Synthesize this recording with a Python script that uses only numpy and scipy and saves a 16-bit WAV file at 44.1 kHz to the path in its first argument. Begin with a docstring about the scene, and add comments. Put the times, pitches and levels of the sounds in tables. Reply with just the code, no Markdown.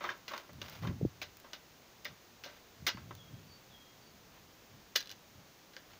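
"""A steel grill on a lawn, heard through one small microphone in the open air.
For the first three seconds a metal tool pushes charcoal about: shoves clatter in the hollow pan,
brittle lumps and steel knock together, embers tick. Puffs of wind bump the microphone, hardest
about one second in. As the tool comes to rest, a small bird whistles far off.
Near five seconds a wire grate is picked up, and its loose wires chatter."""
import sys
import numpy as np
from scipy import signal
from scipy.fft import rfft, irfft, next_fast_len
from scipy.io import wavfile
from scipy.ndimage import uniform_filter1d

SR = 44100
rng = np.random.default_rng(int(sys.argv[2]) if len(sys.argv) > 2 else 0)


def file_out(sig):
    """Save sig as 16-bit WAV at sys.argv[1]."""
    # one column per channel
    cols = np.atleast_2d(sig).T
    # limit, then scale
    lim = np.clip(cols, -1, 1)
    pcm = np.round(lim * 32767).astype(np.int16)
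    wavfile.write(sys.argv[1], SR, pcm)


N = 264159
TIME = np.arange(N) / SR

# shoves of the tool in the pan: start_s, level_db, tilt_db_per_octave, crack_db, t60_s
SHOVES = [(.007, -43, -1.6, -2, 0.32), (.0398, -33.5, -0.5, 15.5, 0.18), (.0905, -34.5, 2.5, 12, 0.09),
          (.101, -36.5, 3.5, 0, 0.14), (.306, -48, -3.7, 2, 0.38), (.3355, -35.5, 0.5, 13, 0.1),
          (.378, -37.5, 6, 18, 0.062), (.493, -56.5, -5.5, 13, 0.053), (.834, -49, -1, 20.5, 0.11),
          (.850, -49, -6, 12, 0.049), (.872, -39, .5, 15, 0.1), (1.442, -53.5, -3.5, -6, 0.13),
          (2.972, -47.5, -0.5, 10, 0.13), (3.108, -46.5, -3.5, 9, 0.054)]
# sharp knocks of lumps and steel: start_s, level_db, tilt_db_per_octave, crack_db, t60_s
KNOCKS = [(.280, -41, -0.8, 9, 0.11), (.616, -40, -1.2, 12, 0.038), (1.2168, -39.5, -1.3, 9, 0.086),
          (1.222, -42.5, 1, -4, .13), (1.5328, -42.5, -.6, 15, 0.1), (2.0465, -55.5, 7, 16, 0.06),
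          (2.052, -41.5, -2, 5, 0.14), (2.4365, -43.5, 0.7, 0, 0.17), (2.460, -50.5, -6, 0, 0.18),
          (2.8665, -27.5, 2, 5, 0.1), (2.872, -29.5, 0.9, -2, 0.11), (2.881, -32, -0.7, -3, .11)]
# lumps sliding over each other: start_s, length_s, level_db
SLIDES = [(.03, 0.05, -52), (.30, 0.086, -51), (.63, 0.14, -52), (.83, 0.039, -52.5), (2.47, 0.11, -63),
          (4.35, 0.03, -62.5), (5.91, 0.048, -59.5)]
# lumps that clink when struck: start_s, pitch_hz, level_db
CLINKS = [(0.0408, 1160, -37), (0.0901, 1620, -34), (1.2155, 2410, -39), (2.052, 1980, -39),
          (2.8652, 2060, -33.5)]
# ticks of the embers: start_s, level_db
EMBER_TICKS = [(.177, -56), (.532, -53.5), (.697, -44.5), (1.3695, -49), (1.400, -51.5), (3.1515, -48)]
# resonances of the hollow pan: pitch_hz, width_hz, gain_db
PAN_MODES = [(353, 24, 0), (583, 48, 2), (965, 87, -5), (1067, 73, 4.5), (1290, 120, -3.5), (1550, 120, -4),
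             (1990, 39, -3), (3130, 59, 2.5), (3610, 120, 6), (4260, 120, -8)]
# resonances of its steel walls; the last row is the microphone's thin treble peak, heard on the knocks:
# pitch_hz, width_hz, gain_db
KNOCK_MODES = [(590, 33, 9), (1559, 51, 5.5), (2010, 64, 5.5), (2896, 110, 6), (3360, 110, 1.5),
               (3635, 90, 7.5), (4020, 67, 7), (4280, 63, 1), (4940, 110, 4), (15100, 910, 2)]
# spectrum of sliding charcoal: frequency_hz, gain_db
SLIDE_COLOUR = [(200, -35), (500, 9.5), (1200, 8.5), (3000, 7), (5000, 2), (8000, -5), (15000, 0.5)]

# bumps of the grate, lifted and set on: start_s, level_db, tilt_db_per_octave, crack_db, t60_s
GRATE_BUMPS = [(4.9545, -39, -3, 11, .066), (4.9575, -26.5, -2, 6, 0.047), (4.960, -23, 0.6, 10.5, 0.049),
               (4.965, -32, 3, 3, 0.14), (5.103, -48.5, -.3, 12, 0.12), (5.735, -54, -2, 0, 0.078),
               (5.7655, -47.5, -4, 16, 0.099)]
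# its loose wires chattering: start_s, level_db
WIRE_CHATTER = [(5.0055, -43.5), (5.013, -48), (5.027, -53), (5.058, -56), (5.073, -53), (5.094, -53),
                (5.114, -48), (5.123, -52)]
# resonances of the grate: pitch_hz, width_hz, gain_db
GRATE_MODES = [(533, 41, 7), (1650, 200, 5), (1950, 72, -7), (2940, 88, 0), (3450, 96, 1), (3750, 92, -9),
               (4050, 150, 3.5), (4680, 55, -1), (4800, 110, -9), (5850, 120, -17)]

# the four bands of any contact: low_hz, high_hz, gain_db, t60_factor
CONTACT_BANDS = [(250, 1245, -2.5, 1.35), (1064, 2615, -3, 1.36), (2660, 6130, -2, 1.07),
                 (7600, 24000, 8.5, 0.56)]
# colour of each kind of contact in those bands: low_db, mid_db, high_db, top_db
SHOVE_COLOUR = (-4, 0, -10.5, -29)
KNOCK_COLOUR = (-8.5, -1, 1, -11.5)
TICK_COLOUR = (-28, -8, -4.5, -4)
BUMP_COLOUR = (-17.5, -7, -1.5, -12)
CHATTER_COLOUR = (-18, -13, 1, -11)

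# puffs of wind on the microphone: start_s, length_s, level_db
PUFFS = [(.53, 0.12, -53.5), (.72, 0.061, -58), (.84, 0.069, -37), (.94, 0.027, -48.5),
         (1.025, 0.0099, -40.5), (1.12, 0.17, -64), (2.105, 0.01, -57), (2.82, 0.02, -50),
         (2.95, 0.21, -53.5), (3.17, 0.34, -61.5), (3.32, 0.065, -55.5), (3.68, 0.039, -63.5),
         (4.1, 0.31, -68), (4.71, 0.059, -61.5), (5.365, 0.027, -58)]
# the hardest eddies buffeting its port: start_s, level_db, pitch_hz
BUFFETS = [(0.889, -22, 113), (1.012, -25, 430), (1.028, -21, 168), (1.0498, -16, 312), (1.054, -23.5, 123),
           (2.947, -35.5, 207), (3.335, -37.5, 115)]
# spectrum of the wind's rumble: frequency_hz, gain_db
WIND_COLOUR = [(25, -37), (50, -17), (80, 0), (115, 2), (170, -2), (260, -11.5), (450, -26), (800, -29),
               (2000, -58)]

# the distant bird's falling whistles: start_s, level_db
WHISTLES = [(3.163, -60.5), (3.696, -57)]
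# its higher, warbled notes: start_s, pitch_hz, level_db
HIGH_NOTES = [(2.88, 4720, -59.5), (3.471, 4680, -60.5), (3.995, 4740, -63)]
# spectrum of still garden air: frequency_hz, gain_db
AIR_COLOUR = [(25, -1.5), (50, 11.5), (100, 5), (200, 10.5), (400, 9), (800, 6.5), (1600, 3), (3200, 1),
              (6000, -0.5), (15000, -0.5)]
# response of the microphone: frequency_hz, gain_db
MICROPHONE = [(5500, 0), (6600, 0.5), (7300, -6.5), (8200, -12), (10500, -13), (13000, -12), (14000, -4.5),
              (14900, -2.5), (15500, 2), (15900, -35)]


def charcoal():
    """At the grill: shoves sound the hollow pan, knocks its steel walls; lumps slide and embers tick."""
    sliding = swells(SLIDES, rise_db_per_s=600, fall_db_per_s=302)
    slides = sliding * rms_one(coloured(grains(spread_db=3.5), SLIDE_COLOUR))
    shoves = contacts(SHOVES, SHOVE_COLOUR, crack_db=-17.5, crack_t60=0.022, shower_db=-6.5, spread_db=1)
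    knocks = contacts(KNOCKS, KNOCK_COLOUR, crack_db=-13.5, crack_t60=0.021, shower_db=-5, spread_db=2)
    ticks = contacts(clicks(EMBER_TICKS, hard_db=5.5, t60=0.028), TICK_COLOUR,
                     crack_db=-5, crack_t60=0.011, shower_db=-3.5, spread_db=0.5)
    pan = resonate(shoves, PAN_MODES, ring_db=4)
    ringing_knocks = resonate(knocks, KNOCK_MODES, ring_db=-1)
    return slides + pan + ringing_knocks + clinks() + ticks


def clinks():
    """A struck lump rings briefly in a cluster of close modes around its pitch."""
    width_octaves, t60 = 0.24, 0.076
    age = TIME[:SR // 4]
    out = np.zeros(N)
    for start_s, pitch_hz, level_db in CLINKS:
        at = round(start_s * SR)
        edges_hz = pitch_hz * 2 ** (width_octaves * np.array([-0.5, 0.5]))
        force = rng.standard_normal(len(age)) * from_db(level_db - 60 * age / t60)
        band = signal.butter(2, edges_hz, "band", fs=SR, output="sos")
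        out[at:at + len(age)] += signal.sosfilt(band, force) * np.sqrt(SR / 2 / np.ptp(edges_hz))
    return out


def grate():
    """Bumps and chattering wires ring the same grate."""
    bumps = contacts(GRATE_BUMPS, BUMP_COLOUR,
                     crack_db=-6.5, crack_t60=0.0081, shower_db=-3, spread_db=-0.5)
    wires = contacts(clicks(WIRE_CHATTER, hard_db=15, t60=0.043), CHATTER_COLOUR,
                     crack_db=-6.5, crack_t60=0.0096, shower_db=-3.5, spread_db=2)
    return resonate(bumps + wires, GRATE_MODES, ring_db=2.5)


def contacts(rows, colour, crack_db, crack_t60, shower_db, spread_db):
    """Each contact is a brief hard crack and a shower of micro-impacts that dies fastest in the treble."""
    tilt_pivot_hz = 2500
    out = np.zeros(N)
    for k, (low_hz, high_hz, gain_db, t60_factor) in enumerate(CONTACT_BANDS):
        high_hz = min(high_hz, 0.45 * SR)
        octaves = np.log2(np.sqrt(low_hz * high_hz) / tilt_pivot_hz)
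        power = np.zeros(N)
        for start_s, level_db, tilt, hard_db, t60 in rows:
            at = max(round(start_s * SR), 0)
            age = TIME[:min(SR // 2, N - at)]
            band_db = level_db + colour[k] + tilt * octaves
            crack = from_db(band_db + hard_db + crack_db - 60 * age / crack_t60)
            shower = from_db(band_db + shower_db - 60 * age / max(t60 * t60_factor, 0.005))
            power[at:at + len(age)] += crack ** 2 + shower ** 2
        force = np.sqrt(power) * grains(spread_db) + 1e-18
        band = signal.butter(3, [low_hz, high_hz], "band", fs=SR, output="sos")
        gain = from_db(gain_db) * np.sqrt(SR / 2 / (high_hz - low_hz))
        out += (-1) ** k * gain * signal.sosfilt(band, force)   # neighbouring bands alternate in sign
    return out


def clicks(rows, hard_db, t60):
    """Rows for small contacts that differ only in time and strength."""
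    return [(start_s, level_db, 0, hard_db, t60) for start_s, level_db in rows]


def grains(spread_db):
    """Dense micro-impacts of uneven size, rms 1."""
    sizes = from_db(spread_db * np.clip(drift(500), -2, 2))
    return rms_one(rng.standard_normal(N) * sizes)


def resonate(force, modes, ring_db):
    """The direct sound plus the ring of each resonance."""
    out = force.copy()
    for pitch_hz, width_hz, gain_db in modes:
        radius = np.exp(-np.pi * width_hz / SR)
        poles = [1, -2 * radius * np.cos(2 * np.pi * pitch_hz / SR), radius ** 2]
        ring = signal.lfilter([1, 0, -1], poles, force + 1e-18) * (1 - radius ** 2) / 2
        out += from_db(gain_db + ring_db) * ring
    return out


def wind():
    """Right on the microphone: eddies rumble at the port, the hardest as single damped swings."""
    eddies = coloured(rng.standard_normal(N), WIND_COLOUR)
    eddies /= np.sqrt(uniform_filter1d(eddies ** 2, size=1100) + 1e-12)   # even out the level
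    breeze = from_db(-73.5 + 4 * drift(16))
    puffs = swells(PUFFS, rise_db_per_s=330, fall_db_per_s=275)
    out = eddies * np.hypot(breeze, puffs)
    for start_s, level_db, pitch_hz in BUFFETS:
        cycles = pitch_hz * np.maximum(TIME - start_s, 0)
        decay_db = np.minimum(60 * cycles / 7, 200)   # dies away in seven cycles
        out += np.sin(2 * np.pi * cycles) * from_db(level_db - decay_db)
    out = signal.sosfilt(signal.butter(3, 60, "high", fs=SR, output="sos"), out)
    return signal.sosfilt(signal.butter(5, 680, fs=SR, output="sos"), out)


def bird():
    """Far off: whistles that fall and level out, between higher warbled notes that sag a little."""
    from_hz, to_hz, glide_s, whistle_s = 3920, 3255, 0.017, 0.23
    sag_hz_per_s, high_note_s = 1410, 0.105
    out = np.zeros(N)
    for start_s, level_db in WHISTLES:
        age = np.clip(TIME - start_s, 0, whistle_s)
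        pitch_hz = to_hz + (from_hz - to_hz) * np.exp(-age / glide_s)
        out += bird_note(age, whistle_s, pitch_hz, level_db, warble=0.0035)
    for start_s, pitch_hz, level_db in HIGH_NOTES:
        age = np.clip(TIME - start_s, 0, high_note_s)
        out += bird_note(age, high_note_s, pitch_hz - sag_hz_per_s * age, level_db, warble=0.018)
    return out


def bird_note(age, length_s, pitch_hz, level_db, warble):
    """One near-sine note swells, fades and stops; its level trembles over the distance."""
    attack_s, release_s, fade_db_per_s = 0.041, 0.015, 71
    sounding = np.clip(np.minimum(age / attack_s, (length_s - age) / release_s), 0, 1)
    phase = 2 * np.pi * np.cumsum(pitch_hz * (1 + warble * drift(250))) / SR
    gain = from_db(level_db - fade_db_per_s * age + 2 * drift(40))
    return np.sqrt(2) * np.sin(phase) * sounding * gain


def garden(sound, echo_db, t60):
    """Around the lawn, hedge and house walls scatter back a dull tail."""
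    age = TIME[:SR // 2]
    onset = 1 - np.exp(-age / 0.004)
    tail = rng.standard_normal(len(age)) * from_db(-60 * age / t60) * onset
    tail = signal.sosfilt(signal.butter(1, 3500, fs=SR, output="sos"), tail)
    tail /= np.sqrt(np.sum(tail ** 2))
    return sound + from_db(echo_db) * signal.fftconvolve(sound, tail)[:N]


def garden_air():
    """Behind everything, the faint steady hiss of the open air."""
    return from_db(-58) * rms_one(coloured(rng.standard_normal(N), AIR_COLOUR))


def swells(rows, rise_db_per_s, fall_db_per_s):
    """Gain of events that rise up to their start, hold for their length and fall away."""
    power = np.zeros(N)
    for start_s, length_s, level_db in rows:
        before_db = rise_db_per_s * np.maximum(start_s - TIME, 0)
        after_db = fall_db_per_s * np.maximum(TIME - start_s - length_s, 0)
        power += from_db(level_db - np.minimum(before_db + after_db, 100)) ** 2
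    return np.sqrt(power)


def coloured(sound, points):
    """Causal (minimum-phase) filter through points of frequency_hz, gain_db."""
    size = 2 * next_fast_len(N // 2 + 4096)
    hz, db = np.transpose(points)
    grid_hz = np.maximum(np.arange(size // 2 + 1) * SR / size, 1)
    gain = from_db(np.interp(np.log(grid_hz), np.log(hz), db))
    cepstrum = irfft(np.log(gain))
    cepstrum[1:size // 2] *= 2
    cepstrum[size // 2 + 1:] = 0
    return irfft(rfft(sound, size) * np.exp(rfft(cepstrum)))[:N]


def drift(points_per_s):
    """A line wandering through random points, rms 1."""
    return rms_one(np.interp(TIME * points_per_s, np.arange(4096), rng.standard_normal(4096)))


def from_db(db):
    return 10 ** (np.asarray(db) / 20)


def rms_one(x):
    return x / np.sqrt(np.mean(x ** 2) + 1e-20)


def scene():
    """From the lawn, in mono: the grill almost dry, the far bird with more echo, then wind and air."""
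    air = garden_air()
    grill = garden(charcoal() + grate(), echo_db=-23, t60=0.25)
    far_bird = garden(bird(), echo_db=-5.5, t60=0.37)
    return (grill + far_bird + wind() + air)[None]


def record(dry):
    """A small microphone with a hollow in the treble and a peak above it; the top is cut."""
    heard = coloured(dry[0], MICROPHONE)
    top_cut = signal.ellip(10, 0.1, 80, 16300, fs=SR, output="sos")
    return signal.sosfilt(top_cut, heard)[None]


dry = scene()
out = record(dry)
file_out(out)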